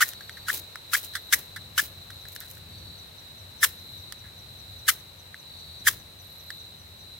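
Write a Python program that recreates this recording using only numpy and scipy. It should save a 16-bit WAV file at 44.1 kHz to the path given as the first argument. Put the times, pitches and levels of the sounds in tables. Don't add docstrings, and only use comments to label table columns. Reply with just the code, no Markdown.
import sys
import numpy as np
from scipy import signal
from scipy.fft import rfft, irfft, next_fast_len
from scipy.io import wavfile
from scipy.ndimage import map_coordinates

SR = 44100
rng = np.random.default_rng(int(sys.argv[2]) if len(sys.argv) > 2 else 0)


def transcribe(u):
    v = np.clip(np.atleast_2d(u).T, -1, 1)
    q = np.round(v * 32767).astype(np.int16)
    wavfile.write(sys.argv[1], SR, q)


N = 317079
T = np.arange(N) / SR
FREQS = np.fft.rfftfreq(N, 1 / SR)

# start_s, length_s, press_fraction, cut_fraction, first_chatter_hz, last_chatter_hz,
# squeal_db, rasp_db, hiss_db, grunt_db, glide_db, sparks_db
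STROKES = [(.008, .027, .73, .38, 1330, 1930, -11.5, -20.5, -20.5, -24, -11, -36),
           (.485, .021, 0.82, .15, 1400, 1850, -18, -30.5, -32, -35.5, -6, -35.5),
           (.935, .021, 0.77, .2, 1369, 1900, -14, -21, -23, -40, -11, -28),
           (1.327, .017, .62, .4, 1651, 1980, -14, -17.5, -15.5, -47, -17, -35.5),
           (1.78, 0.021, 0.8, .15, 1395, 1780, -14, -20.5, -21, -35, -16, -32),
           (3.630, .018, .15, .7, 1800, 1660, -15.5, -18, -16.5, -21.5, -10, -33),
           (4.882, .02, .24, .35, 1780, 1500, -16.5, -18, -16.5, -23, -16, -35),
           (5.870, 0.019, .21, .63, 1850, 1560, -13, -19, -17, -25.5, -8, -33.5)]
# frequency_hz, gain_db
CUPPED_HAND = [(600, -47), (900, -27.5), (1200, -9.5), (1550, 2.5), (1850, 3.5), (2150, -4), (2400, -31),
               (3200, -47)]


def strokes(jitter=.068, slip_depth=.45, tone_db=-.7, hollow_db=-6, overtone_db=-7):
    # frequency_hz, gain_db
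    rasp_spectrum = [(1200, -34), (2000, 5.5), (2550, -7), (3000, -5.5), (3450, -2), (4200, -6),
                     (5400, -3.5), (7500, -2.5), (9500, -12), (16000, -42)]
    shaving_spectrum = [(5000, -28), (7300, -30), (8400, 1), (9500, 2), (12300, 1.5), (14000, 3),
                        (16000, -3.5)]
    dig_spectrum = [(700, -35), (930, -13), (1130, -3), (1320, 3.5), (1600, -15), (2200, -16.5)]
    chatter_hz, squeal, rasp, hiss, dig = stroke_controls()
    phase = 2 * np.pi * np.cumsum(chatter_hz * (1 + jitter * drift(1100))) / SR
    slips = rms_one(1 + slip_depth * np.cos(phase))
    tone = from_db(tone_db) * np.sqrt(2) * np.sin(phase)
    hollow = from_db(hollow_db) * coloured(stereo_noise(.69), CUPPED_HAND)
    grunt = dig * coloured(stereo_noise(.95), dig_spectrum)
    overtones = from_db(overtone_db) * (np.sin(2 * phase) + np.cos(3 * phase))
    chips = from_db(-1.5) * coloured(slips * grit(.16, rough_db=1.5, rate_hz=1700), rasp_spectrum)
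    shavings = from_db(-1) * coloured(slips * grit(.14, rough_db=4.5, rate_hz=2500), shaving_spectrum)
    metal = reflections(steel_modes(rasp * (chips + overtones) + hiss * shavings, ring_db=-6))
    return panned(squeal * (tone + hollow) + grunt, left_db=.7) + panned(metal, left_db=.9)


def stroke_controls(idle_hz=1700, hop_hz=177.4, hop_db=1.5, light_press_db=-11, shallow_cut_db=-6):
    bite_s, release_s, glide_rise_s, glide_t60_s = .0016, .0022, .011, .09
    chatter_hz, envelopes = np.full(N, float(idle_hz)), np.zeros((4, N))
    uneven_db = .7 * drift(300)
    for start, length, press_at, cut_at, first_hz, last_hz, *levels_db in STROKES:
        squeal_db, rasp_db, hiss_db, grunt_db, glide_db, _ = levels_db
        span = (T > start - .05) & (T < start + .12)
        t = T[span] - start
        before, after = np.minimum(t, 0), np.maximum(t - length, 0)
        bite = bell(before, bite_s) * bell(after, release_s)
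        glide = from_db(glide_db) * bell(before, glide_rise_s) * from_db(-60 * after / glide_t60_s)
        from_press, from_cut = t - press_at * length, t - cut_at * length
        hops_db = hop_db * (np.cos(2 * np.pi * hop_hz * from_press) - 1) + uneven_db[span]
        depth = bell(from_cut, .006)
        press = np.maximum(bell(from_press, .0033), .4 * depth)
        squeal = np.maximum(bite, .5 * glide) * from_db(squeal_db + light_press_db * (1 - press) + hops_db)
        cut = np.maximum(bite, glide) * from_db(shallow_cut_db * (1 - depth) + .5 * hops_db)
        grunt = from_db(grunt_db) * bell(from_cut - .003, .005)
        envelopes[:, span] += [squeal, from_db(rasp_db) * cut, from_db(hiss_db) * cut, grunt]
        chatter_hz[span] += bite * (np.interp(t, [0, length], [first_hz, last_hz]) - idle_hz)
    return chatter_hz, *envelopes


def steel_modes(force, ring_db):
    # frequency_hz, bandwidth_hz, gain_db
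    modes = [(3000, 79, 1), (3295, 68, -3.5), (3550, 70, -3), (5620, 150, 0), (6130, 130, 2),
             (7130, 80, -20), (8320, 72, 7), (7850, 70, -14.5), (10390, 140, 3), (12300, 220, -2)]
    out = force.copy()
    for hz, width_hz, db in modes:
        radius = np.exp(-np.pi * width_hz / SR)
        b = (1 - radius ** 2) / 2 * np.array([1, 0, -1])
        a = [1, -2 * radius * np.cos(2 * np.pi * hz / SR), radius ** 2]
        out += from_db(db + ring_db) * signal.lfilter(b, a, force + 1e-18)
    return out


def sparks(delay_s=.011, sputter_db=2.5, sputter_hz=130, crackle_db=-6):
    # frequency_hz, gain_db
    fizz_spectrum = [(300, -17), (900, -10), (1800, -7), (2600, -2.5), (5000, -1.5), (9000, -3), (13000, 3),
                     (16000, 3)]
    tick_spectrum = [(1000, -25), (2500, -15), (6000, -8), (10000, -8.5), (13000, 0), (16000, -8)]
    # peak_s, level_db
    sharp_ticks = [(0.089, -21.5), (.5505, -27), (.5775, -30), (1.031, -35), (1.0473, -29), (1.058, -35),
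                   (2.285, -38), (2.35, -36), (2.4036, -31), (2.502, -35), (2.512, -34), (2.568, -47)]
    showers = sum(swell(start + length + delay_s, rise_s=.025, t60_s=.21, db=db)
                  for start, length, *_, db in STROKES)
    sputter = from_db(sputter_db * np.clip(drift(sputter_hz), -2, 2))
    burning = 1.06 * grit(.16, rough_db=4, rate_hz=2500)
    burning += from_db(crackle_db) * rms_one(crackle(per_s=1500, spread_db=3))
    fizz = (showers + flares()) * sputter * coloured(burning, fizz_spectrum)
    pops = sum(swell(peak, rise_s=.00017, t60_s=.016, db=db) for peak, db in sharp_ticks)
    ticks = (pops + tinder()) * coloured(grit(.2, rough_db=3.5, rate_hz=1700), tick_spectrum)
    return panned(fizz + ticks, left_db=-.5)


def crackle(per_s, spread_db):
    sizes = from_db(spread_db * np.minimum(rng.exponential(1, N), 3.5)) * rng.choice([-1, 1], N)
    snaps = sizes * (rng.random(N) < per_s / SR)
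    return snaps * (1 + .33 * rng.standard_normal((2, N)))


def flares():
    # peak_s, rise_s, level_db
    late_flares = [(.09, 0.0093, -41), (.546, 0.01, -29), (.578, .005, -41), (1.047, 0.0069, -41),
                   (1.39, .026, -40), (1.83, 0.0087, -43), (5.935, 0.009, -44.5)]
    return sum(swell(peak, rise, t60_s=.15, db=db) for peak, rise, db in late_flares)


def tinder(start_s=2.28, end_s=2.58, per_s=55, level_db=-48, spread_db=2.5):
    slots = np.arange(start_s, end_s, 1 / per_s)
    scatter = rng.standard_normal((64, 2))
    return sum(swell(slot + .3 * late / per_s, rise_s=.0002, t60_s=.07, db=level_db + spread_db * size)
               for slot, (late, size) in zip(slots, scatter))


def taps():
    # peak_s, t60_s, knock_db, scratch_db
    contacts = [(.135, 0.011, -41, -34), (0.2087, 0.036, -41, -45), (0.2954, 0.019, -34, -36.5),
                (.371, 0.077, -42, -48), (0.7578, 0.011, -29.5, -32), (1.137, .12, -46, -42),
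                (1.153, 0.079, -27, -28.5), (1.5621, 0.074, -31.5, -37.5), (2.1044, .04, -43, -42),
                (2.254, 0.037, -43, -48), (2.363, 0.012, -36.5, -30.5), (2.409, 0.21, -46, -45.5),
                (2.571, 0.039, -48, -52), (4.1238, .015, -28, -27.5), (4.24, 0.22, -50.5, -65),
                (5.3444, .013, -36, -44), (6.5046, .017, -29.5, -33)]
    # frequency_hz, gain_db
    scratch_spectrum = [(1500, -34), (2600, -13.5), (3500, 5), (5200, -0.5), (6500, -7.5), (8400, -3),
                        (10000, -7), (12000, -5), (16000, -8.5)]
    knock_level = sum(swell(peak, .00046, t60, db) for peak, t60, db, _ in contacts)
    scratch_level = sum(swell(peak, .0006, t60, db) for peak, t60, _, db in contacts)
    knock = knock_level * coloured(stereo_noise(.89), CUPPED_HAND)
    scratch = scratch_level * coloured(grit(.21, rough_db=.5, rate_hz=1100), scratch_spectrum)
    return panned(knock + steel_modes(scratch, ring_db=-4), left_db=-.5)


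def kindling(delay_s=.019, puff_db=-14.5):
    # frequency_hz, gain_db
    rustle_spectrum = [(60, 2), (150, -9.5), (380, -3.5), (700, -10.5), (1200, -12), (3000, -27)]
    nudges = sum(swell(start + length + delay_s, rise_s=.013, t60_s=.23, db=-53.5)
                 for start, length, *_ in STROKES)
    rustle = coloured(grit(1, rough_db=3.5, rate_hz=200), rustle_spectrum)
    return (nudges + from_db(puff_db) * flares()) * rustle


def cricket_chorus(lift_db=3.8, throb_db=.73, core_hz=4000, waver_hz=55, core_db=-7):
    # time_s, level_db
    contour = [(0.0, -51), (0.88, -52), (1.14, -48.5), (1.74, -54), (2.22, -50.5), (2.54, -55),
               (2.86, -51.5), (3.48, -53), (3.96, -49), (4.31, -53.5), (4.52, -52.5), (4.77, -49),
               (5.23, -56.5), (5.71, -49), (6.13, -55.5), (6.57, -49), (6.83, -56), (7.19, -51)]
    # frequency_hz, gain_db
    chorus_spectrum = [(3200, -43), (3550, -12), (3750, -5.5), (3930, 3), (4030, 0), (4200, -6.5),
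                       (4450, -16.5), (4800, -29)]
    level = from_db(np.interp(T, *np.transpose(contour)) + lift_db + throb_db * drift(45))
    core = np.array([(1 + .5 * drift(50)) * sine(core_hz + waver_hz * drift(70)) for _ in range(2)])
    band = coloured(stereo_noise(.029), chorus_spectrum)
    return panned(level * (band + from_db(core_db) * rms_one(core)), left_db=1)


def crickets():
    trill_starts = [0.143, 2.692, 5.485]
    # first_s, last_s, level_db
    chirp_runs = [(.125, .325, -59.5), (2.215, 2.215, -61), (2.792, 4.99, -58.5), (5.2, 7.01, -58)]
    trill_s, trill_hz, trill_db, pulse_hz = .33, 4420, -52.5, 39.8
    period_s, chirp_hz, fall_hz_per_s = .2005, 5900, 21000
    trills, chirps = np.zeros((2, N))
    waver = drift(400)
    for start in trill_starts:
        wing_pulses = 2 * np.sin(np.pi * pulse_hz * (T - start)) ** 2
        level = from_db(trill_db) * gate(start, start + trill_s, edge_s=.09)
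        trills += level * wing_pulses * sine(trill_hz + 30 * waver)
    for first, last, db in chirp_runs:
        for centre in np.arange(first, last + period_s / 2, period_s):
            span = slice(max(0, int((centre - .04) * SR)), int((centre + .04) * SR))
            t = T[span] - centre
            pitch_hz = chirp_hz - fall_hz_per_s * t + 110 * waver[span]
            chirps[span] += from_db(db) * bell(t, .009) * np.sqrt(2) * sine(pitch_hz)
    both = from_side(trills, left_db=.5, lead_s=.00004) + from_side(chirps, left_db=7, lead_s=.00029)
    return scattering(both, near_db=-7, near_t60_s=.05, far_db=-12, far_t60_s=.4)


def katydids(far_db=-66, buzz_s=.38, wing_hz=37, wing_depth=.6):
    # frequency_hz, gain_db
    far_spectrum = [(10300, -22), (11200, -6), (11800, -4), (12080, -5), (12500, -20), (13500, -17)]
    near_spectrum = [(11200, -26), (11600, -8), (11800, -1), (12060, -4), (12220, -11), (12450, -16),
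                     (12900, -28)]
    thin_spectrum = [(8100, -30), (8600, -13), (8800, 0), (9100, -20), (9500, -35)]
    # start_s, relative_level_db
    near_buzzes = [(.1, -62), (1.08, -56), (1.87, -62), (3.68, -59), (4.5, -67), (6.208, -56)]
    # start_s, end_s, level_db
    thin_buzzes = [(5.35, 5.848, -71), (6.001, 6.33, -69)]
    far = from_db(far_db) * coloured(stereo_noise(.05), far_spectrum)
    near_level = sum(from_db(db - 2) * gate(start, start + buzz_s, .051) for start, db in near_buzzes)
    wings = 1 + wing_depth * np.sin(2 * np.pi * wing_hz * T)
    near = near_level * wings * coloured(stereo_noise(.25), near_spectrum)
    thin_level = sum(from_db(db) * gate(start, end, .08) for start, end, db in thin_buzzes)
    thin = thin_level * coloured(stereo_noise(.1), thin_spectrum)
    return panned(far + near + thin, left_db=-1)


def open_air(hiss_db=-51.5, fade_db_per_s=.36, drone_hz=91.5, drone_db=-4.5):
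    # frequency_hz, gain_db
    woods_spectrum = [(100, -2), (250, -4), (550, 0), (1200, -6), (3000, -6.5), (5000, -11), (7000, -15.5),
                      (8500, -11.5), (10000, -22), (12500, -11), (16000, -21)]
    rumble_spectrum = [(12, -68.5), (20, -35), (27, -36.5), (36, -20.5), (86, -2.5), (102, -3.5),
                       (123, -8.5), (156, -9.5), (189, -14.5), (230, -17.5), (258, -23), (296, -22),
                       (400, -24.5), (520, -49), (880, -120)]
    # time_s, level_db
    contour = [(0.0, -57), (0.64, -52.5), (0.7, -57), (1.46, -56), (1.56, -50), (2.52, -54), (2.9, -47),
               (2.98, -53), (4.58, -51), (5.39, -56), (5.99, -50), (6.11, -54.5), (7.15, -54), (7.19, -59)]
    hiss = from_db(hiss_db - fade_db_per_s * T) * coloured(stereo_noise(.11), woods_spectrum)
    drone = from_db(drone_db) * (1 + .43 * drift(8.7)) * sine(drone_hz + 2.47 * drift(9.1))
    rumble_db = np.interp(T, *np.transpose(contour)) + .5 + .8 * drift(5.9)
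    rumble = from_db(rumble_db) * rms_one(coloured(stereo_noise(.98), rumble_spectrum) + drone)
    return panned(hiss, left_db=1.05) + panned(rumble, left_db=2.3)


def reflections(x):
    # left_delay_s, right_delay_s, gain_db
    bounces = [(.00097, 0.00082, -17.5), (.00232, 0.0031, -10), (.0039, 0.0038, -11)]
    out, samples = x.copy(), np.arange(N)
    for *delays, db in bounces:
        for side, delay in enumerate(delays):
            out[side] += from_db(db) * np.interp(samples - round(delay * SR), samples, x[side], left=0)
    return out


def scattering(x, near_db, near_t60_s, far_db, far_t60_s):
    t = T[:SR // 2]
    near, far = rng.standard_normal((2, 2, len(t)))
    near *= from_db(-60 * t / near_t60_s) * (t > .002)
    far *= from_db(-60 * t / far_t60_s) * (t > .012)
    echoes = from_db(near_db) * near / np.linalg.norm(near[0])
    echoes += from_db(far_db) * far / np.linalg.norm(far[0])
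    return x + signal.fftconvolve(x, echoes, axes=1)[:, :N]


def from_side(x, left_db, lead_s):
    delayed = map_coordinates(x, [np.arange(N) - lead_s * SR], order=3)
    return panned(np.array([x, delayed]), left_db)


def panned(x, left_db):
    return x * from_db(np.array([[left_db], [-left_db]]) / 2)


def coloured(x, spectrum):
    hz, db = np.transpose(spectrum)
    gain = from_db(np.interp(np.log(FREQS + 1), np.log(hz), db, left=-80, right=db[-1]))
    size = next_fast_len(N)
    gain = np.interp(np.fft.rfftfreq(size, 1 / SR), FREQS, gain)
    return rms_one(irfft(rfft(x, size) * gain, size)[..., :N])


def grit(correlation, rough_db, rate_hz):
    return rms_one(stereo_noise(correlation) * from_db(rough_db * np.clip(drift(rate_hz), -2, 2)))


def stereo_noise(correlation):
    correlation = np.clip(correlation, -.99, .99)
    mid, side = rng.standard_normal((2, N))
    mid *= np.sqrt((1 + correlation) / 2)
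    side *= np.sqrt((1 - correlation) / 2)
    return np.array([mid + side, mid - side])


def drift(rate_hz):
    knots = rng.standard_normal(N // 8)
    return rms_one(map_coordinates(knots, [T * rate_hz], order=1, mode="wrap"))


def swell(peak_s, rise_s, t60_s, db):
    out = np.zeros(N)
    span = slice(max(0, int((peak_s - 4 * rise_s) * SR)), int((peak_s + t60_s) * SR))
    t = T[span] - peak_s
    out[span] = bell(np.minimum(t, 0), rise_s) * from_db(db - 60 * np.maximum(t, 0) / t60_s)
    return out


def gate(start_s, end_s, edge_s):
    return np.clip(np.minimum(T - start_s, end_s - T) / edge_s + .5, 0, 1)


def bell(t, sigma_s):
    return np.exp(-.5 * (t / sigma_s) ** 2)


def sine(hz):
    return np.sin(2 * np.pi * np.cumsum(hz) / SR)


def from_db(db):
    return 10 ** (np.asarray(db) / 20)


def rms_one(x):
    return x / np.sqrt(np.mean(x ** 2) + 1e-20)


def scene():
    direct = strokes() + sparks() + taps() + kindling()
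    fire_pit = scattering(direct, near_db=-17.5, near_t60_s=.084, far_db=-28, far_t60_s=.43)
    return fire_pit + cricket_chorus() + crickets() + katydids() + open_air()


def record(dry, ceiling=.8, left_top_db=3, right_top_hz=14500, cutoff_hz=15950):
    rounded = dry / (1 + (dry / ceiling) ** 6) ** (1 / 6)
    size = next_fast_len(N + SR // 10)
    hz = np.fft.rfftfreq(size, 1 / SR)
    spectrum = rfft(rounded, size)
    spectrum[0] *= from_db(np.interp(hz, [13500, 15200], [0, left_top_db]))
    spectrum[1] /= np.sqrt(1 + (hz / right_top_hz) ** 18)
    spectrum /= np.sqrt(1 + (hz / cutoff_hz) ** 400)
    return irfft(spectrum, size)[:, :N]


dry = scene()
out = record(dry)
transcribe(out)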